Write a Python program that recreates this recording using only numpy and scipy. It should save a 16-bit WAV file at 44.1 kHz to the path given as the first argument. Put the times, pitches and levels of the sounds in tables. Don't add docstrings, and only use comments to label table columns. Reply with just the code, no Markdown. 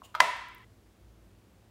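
import sys
import numpy as np
from scipy import signal
from scipy.fft import rfft, irfft
from scipy.io import wavfile

SR = 44100
rng = np.random.default_rng(int(sys.argv[2]) if len(sys.argv) > 2 else 0)


def dump(signal):
    limited = np.clip(np.atleast_2d(signal).T, -1, 1)
    pcm = np.round(limited * 32767).astype(np.int16)
    wavfile.write(sys.argv[1], SR, pcm)


def level_to_linear(level):
    exponent = np.asarray(level, float) / 20
    return 10 ** exponent


N = 74970

# f/Hz, level/dB
TAP_CRACK = [(600, -13.5), (1400, -8), (3000, -2), (4600, -5), (6500, -17.5), (11500, -21.5), (14000, -16),
             (16500, -23)]


def evened(x):
    return x / np.sqrt(np.mean(x ** 2) + 1e-20)


def read(points, hz):
    f, value = np.transpose(points)
    return np.interp(np.log(hz + 1), np.log(f + 1), value)


def resonate(x, hz, width_hz):
    turn = np.exp(2j * np.pi * hz * np.arange(len(x)) / SR)
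    r = np.exp(-np.pi * abs(width_hz) / SR)
    return 2 * (turn * signal.lfilter([1 - r], [1, -r], x / turn)).real


def struck(body, blows, crack, crack_db, crack_t60_s):
    rise_s, radiate_hz = 0.00053, 585
    t = np.arange(N) / SR
    push = np.zeros(N)
    for start_s, db, soft_ms in blows:
        pulse = np.exp(-.5 * ((t - start_s) / (abs(soft_ms) / 1000)) ** 2)
        push += level_to_linear(db) * pulse / (abs(soft_ms) * SR / 400)

    u = t[:4096]
    rise = 1 - np.exp(-u / rise_s)
    ring = rise * sum(level_to_linear(db - 60 * u / t60) * np.sin(2 * np.pi * hz * u) for hz, db, t60 in body)

    colour = level_to_linear(read(crack, np.fft.rfftfreq(len(u), 1 / SR)))
    noise = evened(irfft(rfft(rng.standard_normal(len(u))) * colour))
    noisy = rise * level_to_linear(crack_db - 60 * u / crack_t60_s) * noise
    smooth = np.roll(irfft(colour), 128)
    smooth = smooth * np.linalg.norm(noisy) / np.linalg.norm(smooth)

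    both = ring + np.array([noisy, smooth])
    sound = signal.fftconvolve(push[None], both, axes=1)[:, :N]
    return signal.sosfilt(signal.butter(4, radiate_hz, "high", fs=SR, output="sos"), sound)


def click():
    # f/Hz, level/dB, t60/s
    click_body = [(1011, -4, 0.033), (810, -25, .04), (1380, -14, 0.036), (1648, -0.5, 0.0097),
                  (2011, -14, 0.061), (3110, -19.5, 0.0062), (4741, -17, 0.017), (9190, -28, 0.018),
                  (14300, -20, .004)]
    # t/s, level of the pulse's sum/dB, softness/ms
    click_blows = [
        (0.1975, -32.5, 0.012567),
        (0.1988, -27, .1),
        (.2025, 0.5, 0.01274),
        (0.2058, -16, 0.018),
    ]
    # f/Hz, level/dB
    click_crack = [(600, -12.5), (1600, -2.5), (3200, -4.5), (6000, -14), (9500, -18.5), (11800, -25.5),
                   (14200, -22.5), (16500, -24.5)]
    return struck(click_body, click_blows, click_crack, crack_db=-10.5, crack_t60_s=.024)


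def tap():
    # f/Hz, level/dB, t60/s
    tap_body = [(991.5, -4, 0.052), (1309, 10, 0.017), (1520, -7.5, .014), (2089, -15.5, 0.04),
                (4043, -16, .009), (4700, -13, .014)]
    # t/s, level of the pulse's sum/dB, softness/ms
    tap_blows = [
        (.1435, -42, .013),
        (.1497, -26, .013),
        (.1530, -31, .013),
        (.1608, -38, .03),
        (.1642, -38, .04),
        (.1755, -40, .04),
        (.1830, -43, .04),
    ]
    return struck(tap_body, tap_blows, TAP_CRACK, crack_db=-8, crack_t60_s=0.033)


def pop():
    # f/Hz, level/dB, t60/s
    pop_body = [(1080, 3.5, 0.012), (756, -3, .006)]
    # t/s, level of the pulse's sum/dB, softness/ms
    pop_blow = [
        (.0190, -33, 0.1),
    ]
    return struck(pop_body, pop_blow, TAP_CRACK, crack_db=-23, crack_t60_s=0.0095)


def thud():
    # f/Hz, level before the swell/dB, t60/s
    thud_modes = [(140, -46, 0.21), (209.57, -48, 0.17), (300, -43, 0.13), (430, -39, 0.13),
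                  (523, -30.5, 0.031)]
    start_s, rise_s = .208, .008
    u = np.maximum(np.arange(N) / SR - start_s, 0)
    ring = sum(level_to_linear(db - 60 * u / t60) * np.sin(2 * np.pi * hz * u) for hz, db, t60 in thud_modes)
    return (1 - np.exp(-u / rise_s)) * ring


def brush():
    # f/Hz, width/Hz, level/dB
    brush_body = [(895, 400, -6), (2900, 200, 1.5), (3150, 190, -7.5), (4670, 1800, -12.5), (7000, 560, -4),
                  (9300, 2960, -14), (14300, 3000, -14)]
    start_s, swell_s, fade_s = .034, .018, .011
    level_db, trail_db, trail_t60_s = -56.5, -6, .4
    u = np.arange(N) / SR - start_s
    swell = np.clip(u / swell_s, 0, 1)
    shape = np.where(u < swell_s, swell, np.exp(-((u - swell_s) / fade_s) ** 2))
    shape = shape + level_to_linear(trail_db - 60 * np.abs(u) / trail_t60_s) * (u > 0)
    grain_db = 1.5 * np.repeat(rng.exponential(1, N // 32 + 1), 32)[:N]
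    grit = rng.standard_normal(N) * level_to_linear(grain_db)
    rub = sum(level_to_linear(db) * evened(resonate(grit, f, w)) for f, w, db in brush_body)
    return level_to_linear(level_db) * shape * evened(rub)


def ticks():
    # t/s, peak level/dB, f/Hz, length/cycles
    tick_events = [
        (.0305, -56, 10200, 1.02),
        (0.368, -50.5, 13500, 3),
        (.4860, -41, 11000, 0.47),
        (0.548, -36, 15000, 0.83),
        (.5490, -48, 14700, 8.6),
        (0.5829, -46, 10900, 0.62),
    ]
    t = np.arange(N) / SR
    out = np.zeros(N)
    for start_s, db, hz, cycles in tick_events:
        u = t - start_s
        out += level_to_linear(db) * np.exp(-(u * hz / cycles) ** 2) * np.sin(2 * np.pi * hz * u)
    return out


def room(x):
    # f/Hz, t60/s
    room_t60 = [(250, 0.5), (550, 0.39), (1000, 0.79), (2000, 0.85), (3500, 0.821), (6000, 0.64),
                (10000, 0.5), (15000, 0.27)]
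    # f/Hz, level/dB
    room_colour = [(200, -8.5), (500, 14.5), (1000, -3.5), (2000, 1), (4000, -2.5), (8000, -0.5),
                   (11000, 2), (15000, -0.5)]
    level_db, delay_s, build_s = -8.5, 0.0041, 0.0056
    taps = np.zeros(SR)
    count = (SR - 1) // 20
    spots = np.arange(0, SR - 20, 20) + rng.integers(0, 20, count)
    taps[spots] = rng.choice([-1., 1.], count)
    hz, t, z = signal.stft(taps, SR, nperseg=256)
    decay_db = read(room_colour, hz)[:, None] - 60 * t / read(room_t60, hz)[:, None]
    tail = signal.istft(z * level_to_linear(decay_db), SR, nperseg=256)[1]
    tail = tail * np.clip((np.arange(len(tail)) / SR - delay_s) / build_s, 0, 1)
    return level_to_linear(level_db) * signal.fftconvolve(x, tail / np.linalg.norm(tail))[:N]


def floor():
    # f/Hz, density/(dB per Hz)
    floor_colour = [(90, -35), (140, -11), (200, -5.5), (450, -12.5), (700, -16), (1430, -22.5),
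                    (7000, -32), (15800, -36.5)]
    # f/Hz, width/Hz, rms level/dB
    hums = [(55.76, 9, -63.5), (92, 14, -67), (111.4, 5.2, -67.5), (166, 72, -75.5), (193.3, 4.8, -78.5),
            (331.5, 56, -72.5)]
    hz = np.fft.rfftfreq(N, 1 / SR)
    low_cut = 1 / (1 + (60 / (hz + 1)) ** 6)
    spectrum = rfft(rng.standard_normal(N)) * level_to_linear(read(floor_colour, hz)) * low_cut
    out = level_to_linear(-64.5) * evened(irfft(spectrum, N))
    for f, width_hz, db in hums:
        once = resonate(rng.standard_normal(N), f, width_hz)
        out += level_to_linear(db) * evened(resonate(once, f, width_hz))
    return out


def scene():
    change_s, fade_s, air_edge_hz = .648, 0.0027, 15850
    near, sent = click() + brush() + thud() + tap() + pop()
    kept = np.clip((change_s - np.arange(N) / SR) / fade_s, 0, 1)
    air = (near + room(sent)) * kept + floor()
    air = signal.oaconvolve(air, signal.firwin(511, air_edge_hz, fs=SR), "same")
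    return (air + ticks())[None]


def low_pass(x):
    return signal.sosfilt(signal.butter(12, 16800, fs=SR, output="sos"), x)


def record(dry):
    x = signal.oaconvolve(dry, signal.firwin(255, 16600, fs=SR)[None], "same")
    return low_pass(x)


dry = scene()
out = record(dry)
dump(out)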